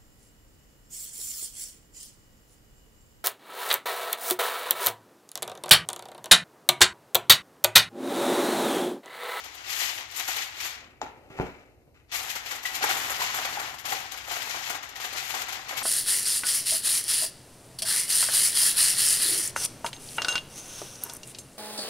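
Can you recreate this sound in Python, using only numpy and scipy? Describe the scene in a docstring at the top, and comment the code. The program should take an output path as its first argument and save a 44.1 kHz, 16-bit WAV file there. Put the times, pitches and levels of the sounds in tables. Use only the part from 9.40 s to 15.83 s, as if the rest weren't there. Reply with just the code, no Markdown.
"""Aluminium foil is laid over a glass dish, then pressed and crimped round its rim in a hard-walled kitchen.
Creases buckle in swarms of tiny snaps, taut patches pop, and the covered dish booms under them.
In a pause a cardboard box is tapped, slid and set down on the counter. The house rumbles faintly.
Two microphone ports a hand apart pick it up; the right one is shaded: dull, with a notch in the treble."""
import sys
import numpy as np
from scipy import signal
from scipy.fft import rfft, irfft, next_fast_len
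from scipy.io import wavfile
from scipy.ndimage import uniform_filter1d

SR = 44100
rng = np.random.default_rng(int(sys.argv[2]) if len(sys.argv) > 2 else 0)


def materialize(psi):
    """Save the field psi as 16-bit PCM at rate SR to the path in sys.argv[1].

    A 1-D psi becomes a single channel; in a 2-D psi each row is a channel.
    """
    bounded = np.clip(np.atleast_2d(psi).T, -1, 1)
    quanta = np.round(bounded * 32767).astype(np.int16)
    wavfile.write(sys.argv[1], SR, quanta)


N = 283563
PAD = next_fast_len(N + SR)
HZ = np.maximum(np.arange(PAD // 2 + 1) * SR / PAD, 5)

# hand pressure as the level of the finest ticks; the first list lays the foil, the other three run on one after
# another through a single crimping: (time [s], level [dB])
PRESSURE = [
    [(0.0, -53.5), (0.04, -63.5), (0.23, -61.5), (0.306, -40), (0.428, -35.5), (0.612, -52), (0.67, -66.5),
     (0.798, -40.5), (0.836, -49.5), (0.976, -42.5), (1.126, -61.5), (1.26, -39.5), (1.45, -78.5)],
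    [(2.68, -102), (2.738, -38), (2.978, -49.5), (3.042, -57.5), (3.116, -44), (3.214, -60), (3.258, -48.5),
     (3.326, -48.5), (3.356, -38.5), (3.404, -54), (3.43, -39.5), (4.282, -49.5), (4.44, -76)],
    [(4.44, -69), (4.454, -45.5), (4.532, -39), (4.566, -43), (4.708, -61), (4.718, -55), (4.856, -54.5),
     (4.95, -45.5), (5.23, -49), (5.308, -43), (5.366, -55.5), (5.392, -64), (5.55, -66.5)],
    [(5.55, -63), (5.556, -55), (5.742, -55.5), (5.772, -44), (5.988, -45), (6.02, -43), (6.052, -58),
     (6.126, -47), (6.264, -62), (6.296, -48), (6.348, -56), (6.378, -40.5), (6.43, -49)],
]


def amp(db):
    """Decibels to gain."""
    return 10 ** (np.asarray(db) / 20)


def rms_one(x):
    """Scale to unit rms."""
    return x / np.sqrt(np.mean(x ** 2) + 1e-20)


def fader(points):
    """Gain curve through (time [s], level [dB]) points, silent outside them."""
    times, levels = np.transpose(points)
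    return amp(np.interp(np.arange(N) / SR, times, levels, left=-140, right=-140))


def at_hz(points, hz=HZ):
    """Read a table on a log-frequency axis."""
    freqs, values = np.transpose(points)
    return np.interp(np.log(hz), np.log(freqs), values)


def minimum_phase(spectrum_db):
    """Causal filter response of the given magnitude."""
    cepstrum = irfft(spectrum_db * np.log(10) / 20, PAD)
    cepstrum[1:PAD // 2] *= 2
    cepstrum[PAD // 2 + 1:] = 0
    return np.exp(rfft(cepstrum))


def colour(x, spectrum_db):
    """Filter that keeps the power of a white input."""
    filtered = irfft(rfft(x, PAD) * minimum_phase(spectrum_db), PAD)[..., :N]
    return filtered / np.sqrt(np.mean(amp(2 * spectrum_db)))


def drift(rate_hz):
    """Slow random wander of unit rms."""
    r = np.exp(-2 * np.pi * rate_hz / SR)
    return rms_one(signal.lfilter([1], [1, -2 * r, r * r], rng.standard_normal(N + SR))[SR:])


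def snaps(per_s, spread_db, clump_db):
    """Random clicks of uneven size that swell in clumps; unit rms."""
    sizes = amp(spread_db * np.minimum(rng.exponential(1, N), 4.0)) * rng.choice([-1, 1], N)
    fires = rng.random(N) < per_s / SR
    return rms_one(sizes * fires * amp(clump_db * drift(rate_hz=34.3)))


def ring(clicks, hz, t60):
    """Clicks set one mode ringing; a small body radiates little below its mode."""
    r, w = amp(-60 / (t60 * SR)), 2 * np.pi * hz / SR
    return signal.lfilter([.5, 0, -.5], [1, -2 * r * np.cos(w), r * r], clicks + 1e-18)


def diffuse_pair(mid, side):
    """Two unrelated signals become left and right spectra that largely agree in the bass."""
    # likeness of the two ports: (frequency [Hz], correlation [0..1])
    likeness = [(60, 0.81), (250, 0.48), (630, 0.68), (1400, 0), (3000, 0.098)]
    alike = at_hz(likeness)
    common = np.sqrt(1 + alike) * rfft(mid, PAD)
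    opposed = np.sqrt(1 - alike) * rfft(side, PAD) * [[1], [-1]]
    return (common + opposed) / 2 ** .5


def room_tone():
    """The rumble of the house and the hiss of the preamp; unit rms."""
    # noise floor: (frequency [Hz], relative density [dB])
    rumble = [(13, -30), (22, -40), (43, 6.5), (69, 7.5), (129, 4.5), (189, -15), (270, -1), (563, -12),
              (663, -24), (971, -29), (2450, -59), (3900, -27), (9070, -30.5), (14800, -28)]
    noise = diffuse_pair(*rng.standard_normal((2, N)))
    return rms_one(irfft(noise * amp(at_hz(rumble)), PAD)[:, :N])


def kitchen(sources, reverb_db=-3.5):
    """Left and right spectra: each source arrives direct and in its own diffuse tail off the walls."""
    # reverberation: (frequency [Hz], t60 [s])
    room_t60 = [(125, 0.32), (500, 0.19), (1500, 0.56), (4000, 0.35), (8000, 0.067), (14000, 0.078)]
    age, tails, at_ports = np.arange(SR * 3 // 4) / SR, 0, 0
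    white = rng.standard_normal((2, len(sources), 2, len(age)))
    edges_hz = 40 * 2 ** np.arange(0, 9.1, .75)
    for k, (low, high) in enumerate(zip(edges_hz, edges_hz[1:])):
        t60 = at_hz(room_t60, np.sqrt(low * high))
        band = signal.sosfilt(signal.butter(2, [low, high], "band", fs=SR, output="sos"), white[k % 2])
        decay = amp(-60 * age / t60) / np.sqrt(t60 * SR / np.log(1e6))   # unit energy
        tails = tails + band * decay
    tails = tails * np.minimum(age / 0.0011, 1)   # the reflections fade in
    lags_s = rng.uniform(-.0003, .0003, len(sources))   # the ports lie a hand apart
    for source, tail, lag in zip(sources, tails, lags_s):
        direct = np.exp(np.array([[0], [-2j * np.pi * lag]]) * HZ)
        at_ports = at_ports + rfft(source, PAD) * (direct + amp(reverb_db) * diffuse_pair(*tail))
    return at_ports


def shaded_microphone(left, right):
    """Port spectra become a stereo signal; the cook's arms and body shade the right side."""
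    # right port against the left: (frequency [Hz], gain [dB])
    right_port = [(100, 3.5), (400, -1.5), (1250, -1.5), (2300, -3.5), (4250, -10), (6500, -19),
                  (7600, -30.5), (8200, -43), (9200, -50), (10000, -17), (11500, -11.5), (14500, -12.5)]
    # changing shade on the right port above the bass: (time [s], gain [dB])
    shade = [(0, -4.5), (1.2, -1), (2, 0), (2.7, -2), (4, 0.5), (4.5, -4.5), (6.43, -2.5)]
    right = right * minimum_phase(at_hz(right_port))
    bass = 1 / (1 + 1j * HZ / 600)   # long waves bend round the body
    left, right_bass, right_top = irfft(np.array([left, right * bass, right * (1 - bass)]), PAD)[:, :N]
    return np.array([left, right_bass + fader(shade) * right_top])


def dish_shifting(flexing):
    """The dish shifts under the crimping: low noise that follows the smoothed flexing of the foil."""
    # dull thud of the dish: (frequency [Hz], relative density [dB])
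    thud = [(25, -18), (55, -3.5), (120, -2.5), (250, -3), (400, -24)]
    crimping = np.arange(N) / SR > PRESSURE[1][0][0]
    push = amp(-19.5) * uniform_filter1d(flexing * crimping, int(0.054 * SR))
    return colour(push * rng.standard_normal(N), at_hz(thud))


def counter_scuffs():
    """Box and sleeves slide on the counter: a grainy scuff over a dull rub, swelling and fading."""
    # strokes: (peak time [s], scuff level [dB], rub level [dB], swell t60 [s], fade t60 [s])
    strokes = [(1.46, -56.5, -63, 0.9, 0.44), (1.617, -42, -43.5, 0.019, 0.23),
               (1.76, -66.5, -59.5, 0.99, 3.6), (1.904, -62, -65, 0.024, 1),
               (2.009, -46.5, -46, 0.26, 0.53), (2.49, -93, -73, 0.091, 0.1),
               (2.547, -61, -84, 0.017, 0.22)]
    # midrange friction: (frequency [Hz], relative density [dB])
    scuff_spectrum = [(900, -7.5), (1300, -0.5), (1600, -2.5), (2100, 0.5), (2700, -1), (3300, -10.5),
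                      (7500, -16), (9000, -36), (15000, -26)]
    # low friction: (frequency [Hz], relative density [dB])
    rub_spectrum = [(80, -10), (200, 5.5), (450, 13), (900, 4), (1500, -22.5)]
    t, scuff, rub = np.arange(N) / SR, 0, 0
    for s, scuff_db, rub_db, swell, fade in strokes:
        loss_db = np.minimum(60 * np.maximum((s - t) / swell, (t - s) / fade), 140)
        scuff = scuff + amp(scuff_db - loss_db)
        rub = rub + amp(rub_db - loss_db)
    return (colour(scuff * snaps(8000, spread_db=2.0, clump_db=3.0), at_hz(scuff_spectrum))
            + colour(rub * rng.standard_normal(N), at_hz(rub_spectrum)))


def box_knocks(damped_t60_s=.055, crack_t60_s=0.017):
    """Each contact of the hand-held box rings damped box and counter modes and adds a short crack."""
    # contacts, at relative levels: (time [s], box [dB], counter [dB], crack [dB])
    knocks = [(1.616, -20.5, -68, -32.5), (1.664, -34, -68, -48), (1.904, -45, -42.5, -69),
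              (1.989, -30, -34.5, -65), (1.999, -20, -17.5, -60), (2.011, -26.5, -55, -68),
              (2.031, -62, -26.5, -61), (2.047, -54, -49, -60), (2.1, -54, -76.5, -61),
              (2.478, -80, -52.5, -99)]
    # cardboard modes: (frequency [Hz], relative level [dB], t60 before damping [s])
    box_modes = [(580, -31, 0.076), (763, 1, 0.08), (848, 4.5, 0.074), (879, 10.5, 0.034),
                 (970, 0.5, 0.043), (1170, -5, 0.032), (1363, 6.5, 0.022), (1760, -6, .04),
                 (2250, -10, 0.025)]
    # counter modes: (frequency [Hz], relative level [dB], t60 before damping [s])
    counter_modes = [(59.5, -8, 0.16), (122, -13, 0.1), (159, -1, 0.055), (190, -17, 0.11),
                     (286, -7, 0.091), (375, 2, 0.2), (423, -7.5, 0.14)]
    times, box_db, counter_db, crack_db = np.transpose(knocks)
    at, ringing = np.round(times * SR).astype(int), np.zeros(N)
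    for modes, strike_db, soft_hz in ((box_modes, box_db - 18, 2500), (counter_modes, counter_db - 8, 700)):
        contact = signal.butter(2, soft_hz, fs=SR)   # cardboard gives: the contact is not sharp
        for hz, level_db, t60 in modes:
            clicks = np.zeros(N)
            clicks[at] = amp(strike_db + level_db + rng.normal(0, 2.3, len(at)))
            ringing += ring(signal.lfilter(*contact, clicks + 1e-18), hz, min(t60, damped_t60_s))
    hits = np.zeros(N)
    hits[at] = amp(crack_db - 4.5)
    decay = signal.lfilter([1], [1, -amp(-60 / (crack_t60_s * SR))], hits + 1e-18)
    crack_spectrum = at_hz([(1000, -18), (2500, 5), (7000, 6), (9000, -21), (13000, -28)])
    return ringing + colour(decay * rng.standard_normal(N), crack_spectrum)


def hands(mean_pressure_db=-48):
    """One pressure drives ticks, crackle and flexing; the coarser the layer, the less it swings."""
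    # broad flexing at mean pressure, growing once the sheet closes over the dish: (time [s], level [dB])
    flexing_level = [(0, -48.5), (1.45, -52), (2.68, -49.5), (3.2, -48.5), (3.5, -45), (4.2, -42),
                     (4.6, -44), (5.0, -46.5), (5.4, -46), (5.8, -47.5), (6.43, -42)]
    ticks = sum(fader(points) for points in PRESSURE)
    swing = ticks / amp(mean_pressure_db)
    crackle = amp(-40.5) * swing ** 0.64
    flexing = fader(flexing_level) * swing ** 0.42
    touching = ticks > amp(-120)
    return np.array([ticks, crackle, flexing]) * touching


def foil_pops(spots, rise_s=0.0014, t60_s=0.041):
    """Taut patches of foil flip over and ring briefly; one track for each spot on the sheet."""
    # flips: (time [s], level [dB], starting pitch [Hz])
    pops = [(2.963, -33, 2090), (3.253, -20.5, 1970), (3.412, -27, 763), (3.492, -24, 760),
            (3.613, -33, 1070), (3.815, -20.5, 1014), (3.902, -27, 1315), (3.943, -35, 1920),
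            (4.172, -22.5, 824), (4.523, -25, 781), (4.776, -33, 2250), (5.347, -29, 800),
            (5.558, -35, 1900), (5.638, -29, 1720), (5.939, -28.5, 783), (6.016, -30, 1370),
            (6.31, -27, 2240), (6.368, -30, 2220)]
    sheet, age = np.zeros((spots, N)), np.arange(SR // 3) / SR
    flip = amp(-60 * age / t60_s) * (1 - np.exp(-age / rise_s))
    for k, (s, level_db, hz) in enumerate(pops):
        i = round(s * SR)
        tone = np.sin(2 * np.pi * hz * age * (1 - 0.84 * age))   # sags as the patch slackens
        sheet[k % spots, i:i + len(age)] += (amp(level_db) * flip * tone)[:N - i]
    return sheet


def foil_crinkle(force, spots, rise_s=0.0034):
    """Snaps follow the hands; each buckle adds a sharp crease and a dying swarm. One track a spot."""
    # sudden buckles: (time [s], relative level [dB], flexing against crackle [dB], t60 [s])
    buckles = [(0.0386, -30.5, -7, 0.11), (0.1421, -35, -6, 0.15), (0.29, -34, -1, 0.09),
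               (0.404, -22, -31, 0.06), (0.5794, -36, -11, 0.12), (0.7116, -32, -5, 0.062),
               (0.7597, -24, -24, 0.11), (0.793, -21.5, -28, 0.09), (0.8784, -18.5, -13.5, 0.19),
               (0.964, -18, -23, 0.078), (1.019, -27, -13, 0.12), (1.2022, -21.5, -10.5, 0.062),
               (1.2474, -28.5, -2, 0.062), (2.7167, -26, -3, 0.06), (2.7422, -29, -1, 0.14),
               (2.8955, -20.5, -12, 0.084), (2.954, -20.5, -0.5, 0.065), (3.0574, -29.5, -3, 0.1),
               (3.1105, -22, -2, 0.064), (3.149, -33, 6, 0.1), (3.2297, -29, -8, 0.09),
               (3.254, -21.5, -25, 0.09), (3.3465, -22.5, -25, 0.081), (3.4242, -20.5, -4, 0.069),
               (3.4383, -20, 9, 0.048), (3.4894, -17, -2, 0.12), (3.569, -17.5, -14, 0.051),
               (3.6446, -48, -14, 0.046), (3.6978, -17.5, -1.5, 0.088), (3.7984, -24.5, 0, 0.12),
               (3.819, -22, 3.5, 0.1), (3.9419, -21.5, -3.5, 0.2), (4.0492, -17.5, 1, 0.032),
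               (4.123, -43, -12, 0.11), (4.197, -18, -11, 0.031), (4.3394, -31, -7, 0.056),
               (4.3836, -30, -14, 0.14), (4.452, -26.5, -17, 0.081), (4.5217, -15.5, 4.5, 0.056),
               (4.7173, -22.5, -37, 0.073), (4.775, -24.5, -16, 0.042), (4.876, -34.5, -9, 0.2),
               (4.911, -24, -5, 0.16), (4.959, -25, 1, 0.099), (5.018, -22, 0, 0.043),
               (5.093, -32, -13, 0.17), (5.296, -21.5, -1, 0.075), (5.347, -23.5, 3.5, 0.071),
               (5.4267, -31.5, 4, 0.11), (5.4884, -32, -4, 0.059), (5.557, -30, -21, 0.056),
               (5.6, -26.5, -3, 0.14), (5.6425, -22.5, -3.5, 0.083), (5.7269, -24.5, -6, 0.07),
               (5.7734, -25, -28.5, 0.13), (5.8987, -24, -7, 0.051), (5.94, -32, 10, 0.13),
               (6.0176, -25, -1, 0.042), (6.083, -27.5, -14, 0.09), (6.1256, -22.5, -2, 0.058),
               (6.2875, -28.5, -1.5, 0.19), (6.3673, -32, -17, 0.13)]
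    # finest ticks: (frequency [Hz], relative density [dB])
    tick_spectrum = [(4000, -20), (7000, 7.5), (8800, -1.5), (13500, 5), (15000, -4)]
    # crackle of the creases: (frequency [Hz], relative density [dB])
    crackle_spectrum = [(500, -43.5), (1000, -8.5), (1600, -5), (2200, -0.5), (3000, -1), (4300, -4),
                        (6800, -6.5), (8500, -19.5), (12000, -39)]
    # broad flexing of the sheet: (frequency [Hz], relative density [dB])
    flex_spectrum = [(150, -36.5), (300, -14.5), (460, -12), (630, -8.5), (760, 1), (920, -4.5),
                     (1500, -4.5), (2300, -11.5), (3500, -42)]
    # resonances of the air under the foil: (frequency [Hz], width [Hz], lift [dB])
    dish_air = [(746, 1100, -2.5), (1070, 170, -0.5), (1940, 220, 3)]
    force, creases, age = force.copy(), np.zeros((spots, N)), np.arange(SR // 3) / SR
    rise = 1 - np.exp(-age / rise_s)
    for k, (s, level_db, flex_db, t60) in enumerate(buckles):
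        i = round(s * SR)
        strengths = amp(level_db + np.array([[-13.5], [-11.5], [flex_db - 11.5]]))   # ticks, crackle, flex
        swarm = rise * amp(-60 * age / t60)
        force[:, i:i + len(age)] += strengths * swarm[:N - i]
        creases[k % spots, i] = amp(level_db + 4) * (-1) ** k
    lift_db = sum(db / (1 + (2 * (HZ - hz) / width) ** 2) for hz, width, db in dish_air)
    on_spot = rng.integers(0, spots, N) == np.arange(spots)[:, None]   # every snap falls on one spot
    tick_force, crackle_force, flex_force = force[:, None] * on_spot
    ticks = tick_force * snaps(5000, spread_db=0.5, clump_db=1.5) + creases * amp(-7)
    crackle = crackle_force * snaps(9000, spread_db=1.0, clump_db=2.0) + creases
    flexing = flex_force * snaps(2500, spread_db=4.0, clump_db=3.0)
    return (colour(ticks, at_hz(tick_spectrum))
            + colour(crackle, at_hz(crackle_spectrum) + lift_db)
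            + colour(flexing, at_hz(flex_spectrum) + lift_db))


def scene():
    """Foil, box and dish in the kitchen, heard at the two microphone ports over the room tone."""
    spots = 9   # places on the sheet that sound, each with its own path to the microphone
    force = hands()
    foil = foil_crinkle(force, spots) + foil_pops(spots)
    counter = box_knocks() + counter_scuffs() + dish_shifting(flexing=force[2])
    left, right = kitchen([*foil, counter])
    return amp(4.5) * shaded_microphone(left, right) + amp(-61) * room_tone()


def record(dry, cutoff_hz=14620):
    """A steep low-pass cuts the top of the treble."""
    return signal.sosfilt(signal.ellip(14, .5, 70, cutoff_hz, fs=SR, output="sos"), dry)


dry = scene()
out = record(dry)
materialize(out)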